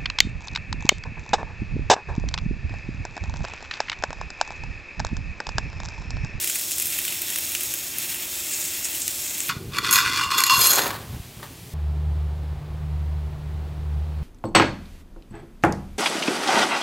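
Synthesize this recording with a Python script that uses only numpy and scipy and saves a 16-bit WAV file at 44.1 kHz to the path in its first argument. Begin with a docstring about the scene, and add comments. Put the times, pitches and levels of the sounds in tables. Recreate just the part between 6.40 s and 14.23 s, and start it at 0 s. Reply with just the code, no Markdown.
"""Vegetable slices sizzle and spit in butter in a pan; next, dry pasta tubes rattle in a thin metal cup
and slide into a pot at a rolling boil; last, an extractor fan drones in the quiet kitchen, from afar.
Frying is thousands of random clicks coloured by the pan. Pasta is touches and knocks ringing in resonances.
The boil and the plunge are shaped noise with ringing bubbles, the fan two wavering sines over dull noise."""
import sys
import numpy as np
from scipy import signal
from scipy.fft import rfft, irfft, next_fast_len
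from scipy.io import wavfile

SR = 44100
rng = np.random.default_rng(int(sys.argv[2]) if len(sys.argv) > 2 else 0)


def output_pcm(signal):
    """Save a mono or channel-first signal as 16-bit PCM at the path in sys.argv[1].

    Samples are clipped to [-1, 1] before scaling.
    """
    pcm = np.clip(np.atleast_2d(signal).T, -1, 1) * 32767
    wavfile.write(sys.argv[1], SR, np.round(pcm).astype(np.int16))


def invert_db(level):
    """Linear amplitude ratio for a level in decibels (20 dB per decade), elementwise."""
    return 10 ** (np.asarray(level, dtype=float) / 20)


N = 345303
TIME = np.arange(N) / SR
POT_S, ROOM_S = 3.092, 5.339   # the cuts to the pot and to the wide room (s)


def rms_one(x):
    """Scales to rms 1."""
    return x / np.sqrt(np.mean(x ** 2) + 1e-20)


def in_time(rows):
    """Columns of a table, joined by straight lines in time."""
    s, *columns = np.transpose(rows)
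    return [np.interp(TIME, s, column) for column in columns]


def shot(start_s, end_s):
    """One inside a shot, with 3 ms edges just outside it."""
    inside_s = np.minimum(TIME - start_s, end_s - TIME)
    return np.clip(inside_s / .003 + 1, 0, 1)


def surges(rows):
    """Power of each event over time: straight rise and fall in dB around its height."""
    s, db, rise_s, fall_s = np.transpose(rows)[:4, :, None]
    away = np.maximum((s - TIME) / rise_s, (TIME - s) / fall_s)
    return invert_db(2 * np.maximum(db - 20 * away, -150))


def cut(x, hz, kind, order=4):
    """Butterworth low- or high-pass."""
    return signal.sosfilt(signal.butter(order, hz, kind, fs=SR, output="sos"), x)


def colour(x, spectrum, above_hz=20):
    """Causal (minimum-phase) filter after a spectrum; rms 1 above a given frequency."""
    size = next_fast_len(N + 8192)
    hz = np.maximum(np.arange(size // 2 + 1) * SR / size, 1)
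    points = np.array(spectrum)
    db = np.interp(np.log(hz), np.log(points[:, 0]), points[:, 1])
    # folding the cepstrum forward in time gives the minimum phase
    cepstrum = irfft(np.log(invert_db(db)), size)
    cepstrum[1:size // 2] *= 2
    cepstrum[size // 2 + 1:] = 0
    shaped = rfft(x, size) * np.exp(rfft(cepstrum))
    reference = irfft(shaped * (hz > above_hz), size)[:N]
    return irfft(shaped, size)[:N] / np.sqrt(np.mean(reference ** 2))


def drift(rate):
    """Slow chance, spread 1: noise low-passed near a rate in Hz, computed at every 40th sample."""
    r = np.exp(-80 * np.pi * rate / SR)
    slow = signal.lfilter([1], [1, -2 * r, r * r], rng.standard_normal(N // 40 + 2002))[2000:]
    return np.interp(np.arange(N) / 40, np.arange(len(slow)), rms_one(slow))


def grains(per_s, spread_db):
    """Random clicks of either sign and uneven size; rms 1."""
    sizes = invert_db(spread_db * np.minimum(rng.exponential(1, N), 4)) * rng.choice([-1, 1], N)
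    return rms_one(sizes * (rng.random(N) < per_s / SR))


def resonance(x, hz, width_hz):
    """Two-pole band-pass; white input of rms 1 leaves with rms 1."""
    r, w = np.exp(-np.pi * width_hz / SR), 2 * np.pi * hz / SR
    gain = np.sqrt((1 - r * r) / 2)
    return signal.lfilter(gain * np.array([1, 0, -1]), [1, -2 * r * np.cos(w), r * r], x + 1e-18)


def kitchen(x, wet_db, t60):
    """Tiled walls: a short tail of noise that dies by 60 dB in t60 seconds."""
    t = TIME[:SR // 3]
    tail = rng.standard_normal(len(t)) * invert_db(-60 * t / t60) * (t > .003)
    tail = signal.lfilter([.6], [1, -.4], tail)   # the walls dull it
    return x + invert_db(wet_db) * signal.fftconvolve(x, tail / np.sqrt(np.sum(tail ** 2)))[:N]


def spits(crackle):
    """Steam pockets burst: a sharp pop, then a dying cluster of smaller ones."""
    # the larger bursts: t/s, peak level/dB, centre f/Hz, gain of the deep pop/dB
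    large = [(0.0437, -5, 10800, -11), (0.0752, -4, 8800, -9), (0.0983, -6, 9200, -6),
             (0.157, -10, 10300, -6), (0.2117, -11, 11500, -7), (0.318, -9, 9500, -13),
             (0.3831, -5, 10600, -15), (0.399, -4, 10500, -13), (0.4236, -7, 12000, -13),
             (0.457, -9, 12700, -12), (0.4696, -6, 14300, -16), (0.5879, -5, 12600, -4),
             (0.6498, -12, 6400, -2), (0.6798, -10, 12700, 0), (0.724, -12, 10100, 2),
             (0.8185, -7, 13400, -8), (0.902, -12, 8500, -12), (0.9593, -2, 10200, -7),
             (0.9758, -11, 13500, -7), (0.9859, -4, 13900, -6), (1.1191, -11, 12800, -9),
             (1.1507, -5, 7000, 1), (1.2082, -11, 11700, -6), (1.2336, -11, 13600, -8),
             (1.3389, -8, 11700, -9), (1.5846, -6, 13700, -19), (2.2095, -13, 8700, -6),
             (2.4461, -9, 7600, -14), (2.4541, -9, 8200, -11), (2.5479, -13, 8900, -5),
             (2.6184, -10, 7600, -11), (2.6795, -2, 8700, -13), (2.862, -14, 8300, -5),
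             (3.0037, -7, 8100, -9)]
    # 14 smaller ones fall at random, more of them early
    small = [(POT_S * a ** 2, -15 + 2 * b, 8000 + 5500 * c, -12 + 8 * d)
             for a, b, c, d in rng.random((14, 4))]
    bursts = large + small
    t, out = TIME[:2500], np.zeros(N)
    for (s, peak_db, hz, deep_db), start in zip(bursts, rng.integers(0, N // 2, len(bursts))):
        tail_s = max(.001 - .0004 * peak_db, .001)   # weaker ones fizz longer
        cluster = crackle[start:start + len(t)] * 0.13 * np.exp(-t / tail_s)
        cluster[0] += 1
        burst = resonance(cluster, hz, 5100) + 0.39 * np.diff(cluster, prepend=0)
        burst += invert_db(deep_db) * resonance(cluster, 2720, 1300)
        burst = cut(burst, 1500, "high", order=2)
        at = round(s * SR)
        out[at:at + len(t)] += invert_db(peak_db) * burst / np.max(np.abs(burst))
    return out


def frying():
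    """Thousands of tiny steam bursts a second in clumps, coloured by the pan; lone ticks; big ones spit."""
    # the course of the frying: t/s, sizzle level/dB, wet low sizzle level/dB
    sizzle_rows = [(0.0, -26.5, -27), (0.15, -27, -29), (0.25, -29, -30.5), (0.45, -27, -29),
                   (0.56, -27, -24), (0.75, -28.5, -26.5), (1.26, -28.5, -28), (1.46, -30.5, -29.5),
                   (1.62, -29.5, -27), (2.05, -29.5, -27.5), (2.2, -27.5, -27), (2.4, -29.5, -27.5),
                   (2.8, -29.5, -31.5), (3.09, -29, -28)]
    # spectrum of the sizzle: f/Hz, relative density/dB
    fizz_rows = [(530, -45), (900, -7), (1040, -27), (1140, -26), (1370, -42.5), (1490, -4), (2710, -0.5),
                 (3090, 7), (4760, 0), (7790, 3.5), (10100, 4.5), (14500, 5.5), (15800, 4)]
    # pan and food pockets ring: f/Hz, width/Hz (at least 200 is used), relative level/dB
    pan_rows = [(2826, 370, 15), (3100, 210, -12.5), (5580, 210, 9), (6740, 110, 11), (7680, 560, 15.5),
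                (8690, 310, 9), (11000, 200, -5.5), (13300, 510, -12)]
    # a pocket under a slice vents in a short jet: t/s of the height, level/dB, rise and fall/s per 20 dB
    jet_rows = [(0.08, -38, .1, .15), (0.32, -33, .02, .04), (2.135, -30, .05, .04), (2.21, -35, .05, .2),
                (2.45, -25, .02, .03), (2.62, -29, .02, .07), (2.88, -37, .1, .15), (3.005, -30, .008, .04)]
    sizzle_db, wet_db = in_time(sizzle_rows)
    crackle = grains(5000 * invert_db(3.5 * drift(25)), spread_db=3.0) + 0.83 * rng.standard_normal(N)
    top_db = max(db for hz, width, db in pan_rows)
    body = sum(invert_db(db - top_db + 1.5 * drift(5.0)) * resonance(crackle, hz, max(width, 200))
               for hz, width, db in pan_rows)
    fizz = colour(crackle, fizz_rows, above_hz=2300) + invert_db(-16) * body
    low = cut(fizz, 4300, "low", order=2)
    out = invert_db(sizzle_db) * (fizz - low) + invert_db(wet_db + 0.8 * drift(4.0)) * low
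    jet_hz, jet_width_hz = 7400, 2200
    jet = resonance(resonance(crackle, jet_hz, jet_width_hz), jet_hz, 2 * jet_width_hz)
    out += np.sqrt(surges(jet_rows).sum(axis=0)) * rms_one(jet)
    # droplets of fat burst one by one, very bright
    out += invert_db(sizzle_db - 14) * resonance(grains(100, spread_db=3.5), 12000, 7000)
    return kitchen(out + spits(crackle), wet_db=-14, t60=.2)


def stove():
    """Flame and fan under the pan: steady noise, mostly deep."""
    # spectrum: f/Hz, relative density/dB
    stove_rows = [(15, -49), (25, -17), (80, -1.5), (216, -8), (290, -2.5), (362, 0.5), (401, -8.5),
                  (493, -15), (585, -6), (897, -15.5), (1500, -10), (1950, -26), (3300, -120)]
    return invert_db(-45.5) * colour(rng.standard_normal(N), stove_rows)


def pasta():
    """Dense touches and single knocks drive tubes and cup; sharper contacts favour the high modes."""
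    # the heap shifts in the cup: t/s of the height, rattle drive/dB, rise and fall/s per 20 dB, sharpness/dB
    slide_rows = [(3.094, -23, .002, .03, -16), (3.12, -38, .03, .11, -16), (3.345, -36, .04, .1, -30),
                  (3.368, -28, .04, .03, -24), (3.387, -26, .008, .015, -14), (3.45, -25, .03, .05, -22),
                  (3.485, -23, .08, .03, -21), (3.515, -30, .006, .03, 18), (3.535, -22, .012, .07, 12),
                  (3.56, -20, .05, .04, 10), (3.58, -17, .1, .09, -5), (3.68, -25, .15, .1, -26),
                  (3.79, -22, .2, .1, -21), (3.912, -27, .015, .2, -20), (3.99, -19, .06, .06, -3),
                  (4.07, -24.5, .08, .06, -4), (4.105, -22, .015, .25, -2), (4.21, -25, .06, .15, 8),
                  (4.25, -23, .12, .15, 10), (4.31, -26, .02, .1, 10), (4.395, -25, .25, .1, 1),
                  (4.505, -44, .1, .1, -12)]
    # single tubes knock the cup: t/s, strength/dB, sharpness/dB
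    knock_rows = [(3.092, -10, -20), (3.3347, -20, -24), (3.368, -15, -25), (3.3847, -5, -14),
                  (3.446, -8, -25), (3.5099, 0, 14), (3.527, 4, 10), (3.5571, -5, -11), (3.677, -9, -29),
                  (3.7452, -11.5, -26), (3.7736, -8, -14), (3.852, -17, -25.5), (3.905, -12, -22),
                  (3.9382, -17.5, -26), (3.981, -4, -3), (4.0045, -3, 2), (4.037, -1, -4), (4.0661, -8, 0),
                  (4.097, -2, -12), (4.163, -12, -7.5), (4.1919, -2.5, 21), (4.2113, -7.5, 8),
                  (4.2352, -8.5, 6), (4.2578, -3, -6), (4.27, 2, 14), (4.305, 1, 12), (4.333, 0, 10),
                  (4.357, -1, 12), (4.3839, -8, -6), (4.478, -14, 14), (4.5045, -19, -25)]
    # hollow tubes and the loaded cup: f/Hz, basic width/Hz, relative level/dB
    tube_rows = [(1174, 160, -6.5), (1450, 120, -5), (2005, 94, -11.5), (2420, 85, -6.5), (2746, 38, -12.5),
                 (3464, 100, -5), (4277, 120, -1.5), (4760, 43, -9.5), (5020, 32, -7.5), (5730, 110, -10),
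                 (6450, 28, -9.5), (6640, 98, 1.5), (7320, 36, -2.5), (7840, 36, -15), (8270, 46, -35),
                 (8720, 170, -3), (9890, 64, -12), (11030, 220, -9), (11480, 220, 3.5), (12400, 50, -2),
                 (13400, 83, -24), (14000, 120, -6), (14700, 100, -12.5), (15000, 64, -16)]
    # the thin wall rings: f/Hz, width/Hz, relative level/dB
    cup_rows = [(1015, 30, -11), (1064, 13, 0), (1103, 25, -8), (1132, 16, -8), (1181, 30, -8),
                (2762, 14, -4), (2791, 20, -7), (3398, 18, -8), (4366, 30, -9), (4857, 22, -11),
                (5083, 18, -12), (6473, 25, -11), (7317, 18, -15)]
    # the load leaves the wall free, then a hand and the tilt damp it: t/s, drive of the cup's ring/dB
    freedom_rows = [(3.2, -30), (3.36, -12), (3.77, -14), (3.84, 7), (3.9, 2), (4.0, 0), (4.05, -3),
                    (4.11, 11), (4.19, 0), (4.23, -8), (4.28, -4), (4.33, -18)]
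    # deep clatter of the heap at the start and end of the emptying: gain/dB, and t/s
    heap_gain, emptying = (2.5, -4), (3.9, 4.1)
    power = surges(slide_rows)
    rattle_db = 10 * np.log10(power.sum(axis=0))
    sharp_db = np.array(slide_rows)[:, 4] @ power / power.sum(axis=0)
    freedom_db, = in_time(freedom_rows)
    heap_db = np.interp(TIME, emptying, heap_gain)   # it thins as the cup empties
    touches = grains(2200 * invert_db(2.5 * drift(40)), spread_db=3.0)
    s, peak_db, knock_sharp_db = np.transpose(knock_rows)
    at, out = np.round(s * SR).astype(int), np.zeros(N)
    chatter = np.exp(-TIME[:400] / 0.0011)   # a tube lands along its length within a few ms
    for hz, width, db in tube_rows:
        high = np.clip(np.log2(hz / 3800), 0, 1)   # 0 for low modes, 1 from an octave above 3800 Hz
        drive_db = rattle_db + high * (sharp_db - 9) + (hz < 2500) * heap_db + 2.5 * drift(30)
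        drive = touches * rng.uniform(.2, 0.64, N) * invert_db(drive_db)
        knock_db = peak_db - 10.5 + high * (knock_sharp_db - 2.5)
        knock_db = knock_db - np.maximum(knock_sharp_db + 4.5, 0) + 1.1 * rng.standard_normal(len(at))
        knocks = np.zeros(N)
        knocks[at] = invert_db(knock_db)
        drive += signal.fftconvolve(knocks, chatter)[:N] * rng.standard_normal(N) + 0.78 * knocks
        # a clear part and a part damped by neighbours and fingers
        share = np.clip(.5 + .6 * drift(7.0), 0, 1)
        # the clear ring wavers at random between two slightly detuned pitches
        clear = resonance(drive * share, .985 * hz, 20 + 0.39 * width)
        clear += resonance(drive * (1 - share), 1.015 * hz, 20 + 0.8 * width)
        damped = resonance(drive, hz, 250 + 1.5 * width)
        out += invert_db(db) * (1.37 * clear + 0.57 * damped)
    free_db = np.clip(freedom_db - 7, -20, 0)[at]   # the load damps the wall's answer to knocks
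    for hz, width, db in cup_rows:
        drive = touches * rng.uniform(0.155, 0.65, N) * invert_db(rattle_db + freedom_db + 2.6 * drift(9))
        drive[at] += invert_db(peak_db + 2.5 + free_db + 3.0 * rng.standard_normal(len(at)))
        out += invert_db(db) * resonance(drive, hz, width)
    # tubes scrape past each other: a broad dry hiss
    scrape = cut(touches + rng.standard_normal(N), 2500, "high", order=2)
    out += invert_db(rattle_db + 1.25 * sharp_db - 11) * scrape
    # a small cup radiates next to nothing below its lowest mode
    out = cut(out, 950, "high", order=12)
    return kitchen(out, wet_db=-13, t60=.28)


def boiling():
    """Lumpy rumble of collapsing steam, bubbles ringing a few cycles, smooth steam hiss."""
    # spectra of the rumble and of the steam: f/Hz, relative density/dB
    rumble_rows, steam_rows = [(15, -37.5), (25, -8.5), (119, 9), (271, -6.5), (325, -33.5), (366, -10.5),
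                               (465, -28), (565, -44), (900, -26.5), (1170, -54.5), (1980, -120)], [(300, -30), (450, -2), (700, 0), (1300, -8), (2500, -3),
                                               (6000, -7), (14600, -8), (15800, -10.5)]
    # the water heaves: t/s of the height, added rumble level/dB, rise and fall/s per 20 dB
    heave_rows = [(3.15, -39, .3, .5), (3.29, -38, .4, .3), (3.72, -39, .3, .15), (4.17, -39, .08, .25),
                  (4.63, -39, .4, .1), (4.75, -31, .1, .06), (4.81, -39, .08, .1), (5.0, -42, .2, .15),
                  (5.22, -43, .4, .4)]
    # the sinking heap churns up bubbles: t/s of the height, level/dB, rise and fall/s per 20 dB
    churn_rows = [(4.2, -38, .1, .3), (4.39, -33.5, .3, .4)]
    # big bubbles and drops: t/s, relative level/dB, starting pitch f/Hz
    glug_rows = [(3.166, -20.5, 128), (3.274, -23, 96), (3.298, -27, 131), (3.66, -29, 89.5),
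                 (3.863, -28, 72.7), (4.18, -22, 115), (4.7, -28, 111), (4.741, -25, 72.7),
                 (4.798, -25, 78.1), (4.985, -35, 117)]
    lumpy_db = 2.5
    cooled = np.clip((TIME - 4.72) / .1, 0, 1)   # cold pasta calms the boil
    calm = invert_db(-46 - 1.5 * cooled + lumpy_db * drift(7.0))
    heave = np.sqrt(calm ** 2 + surges(heave_rows).sum(axis=0))
    rumble = colour(grains(150, spread_db=-4.0) + .7 * rng.standard_normal(N), rumble_rows)
    # each newborn bubble is dealt one of eight pitches
    born, dealt = grains(400, spread_db=2.5), rng.integers(0, 8, N)
    pitches = np.geomspace(270, 460, 8)
    bubbles = sum(resonance(born * (dealt == k), hz, hz / 3.2) for k, hz in enumerate(pitches))
    burble = invert_db(-44 - 8 * cooled + lumpy_db * drift(9.0))
    steam = colour(rng.standard_normal(N), steam_rows, above_hz=600)
    out = heave * rumble + burble * rms_one(cut(bubbles, 440, "low")) + invert_db(-45.5) * steam
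    out += np.sqrt(surges(churn_rows).sum(axis=0)) * resonance(born, 390, 110)
    t = TIME[:4000]
    for s, peak_db, hz in glug_rows:
        # a bubble rises in pitch as it dies
        glug = np.sin(2 * np.pi * hz * t * (1 + 3.0 * t)) * np.exp(-t * hz / 0.62)
        at = round(s * SR)
        out[at:at + 4000] += invert_db(peak_db + 3.5) * cut(glug, 43, "high", order=2)
    return out


def plunge():
    """The surface tears with a broad rush; the trapped air rings as small bubbles."""
    # pasta and drops hit the water: t/s of the height, rush level/dB, rise and fall/s per 20 dB
    plunge_rows = [(4.23, -32, .14, .4), (4.318, -27, .03, .1), (4.39, -22, .12, .1), (4.47, -25, .1, .08),
                   (4.505, -25, .01, .04), (4.55, -33, .1, .16), (4.76, -48, .2, .15),
                   (4.97, -46, .01, .02), (5.0, -43, .01, .02), (5.03, -37, .01, .06),
                   (5.064, -43, .01, .02)]
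    # spectrum of the rush: f/Hz, relative density/dB
    splash_rows = [(150, -30.5), (250, -7.5), (1110, 3), (1370, -2.5), (1810, -0.5), (2190, -10.5),
                   (4080, -9), (5580, -17), (8760, -16.5), (15800, -12.5)]
    falling = np.sqrt(surges(plunge_rows).sum(axis=0))
    rush = colour(grains(2500 * invert_db(4.4 * drift(30)), spread_db=-3.5), splash_rows)
    # each bubble is dealt one of sixteen pitches
    born, dealt = grains(1200, spread_db=2.5), rng.integers(0, 16, N)
    pitches = np.geomspace(450, 3500, 16)
    bubbles = sum(resonance(born * (dealt == k), hz, hz / 8.0) for k, hz in enumerate(pitches))
    return kitchen(falling * (rush + 0.21 * rms_one(bubbles)), wet_db=-10.5, t60=0.28)


def fan():
    """A wavering drone with its octave over dull air noise."""
    # the drone swells and sinks: t/s, level/dB
    drone_rows = [(5.34, -27.5), (5.5, -23), (5.62, -25.5), (5.7, -23.5), (5.95, -26.5), (6.12, -31),
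                  (6.25, -35.5), (6.41, -30), (6.56, -25.5), (6.74, -25.5), (6.88, -29), (6.96, -36.5),
                  (7.19, -28), (7.33, -34), (7.43, -27), (7.56, -24.5), (7.74, -29.5), (7.83, -25)]
    # the drone drops out briefly: t/s
    dip_times = [6.16, 6.228, 6.903]
    # spectrum of the fan's air: f/Hz, relative density/dB
    air_rows = [(12, -14), (20, -24), (48, -10.5), (81, -9), (113, -9), (162, -15.5), (254, -26),
                (375, -22), (554, -28), (754, -26), (1560, -36), (4140, -43), (5950, -50.5), (13700, -55),
                (15800, -55)]
    dip_half_s, dip_depth_db = .015, 16
    drone_db, = in_time(drone_rows)
    dips_db = sum(dip_depth_db * np.clip(1 - np.abs(TIME - s) / dip_half_s, 0, 1) for s in dip_times)
    drone_db = drone_db + 0.8 * drift(8.0) - dips_db
    turn = 2 * np.pi * np.cumsum(74.8 + .3 * drift(3.0)) / SR   # phase of a drone near 74.8 Hz
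    drone = invert_db(drone_db) * np.sin(turn + 0.42 * drift(6))
    octave = invert_db(-36.5 + 2.4 * drift(6.0)) * np.sin(2 * turn + .3 * drift(2.6))
    air = colour(rng.standard_normal(N), air_rows, above_hz=226)
    return np.sqrt(2) * (drone + octave) + invert_db(-46) * air   # root 2 gives a sine rms 1


def scene():
    """The three shots, hard cut, the same in both channels."""
    pan = shot(-1, POT_S) * (frying() + stove())
    pot = shot(POT_S, ROOM_S) * (pasta() + boiling() + plunge())
    room = shot(ROOM_S, 9) * fan()
    mono = pan + pot + room
    return np.array([mono, mono])


def band_limit(x):
    """A steep low-pass at the top of the band."""
    return signal.sosfilt(signal.butter(12, 16820, fs=SR, output="sos"), x)


def record(dry):
    """Peaks are rounded softly, then the treble above 15.8 kHz is cut steeply."""
    rounded = .85 * np.tanh(dry / .85)
    top_cut = signal.ellip(12, .3, 70, 15800, fs=SR, output="sos")
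    return band_limit(signal.sosfilt(top_cut, rounded))


dry = scene()
out = record(dry)
output_pcm(out)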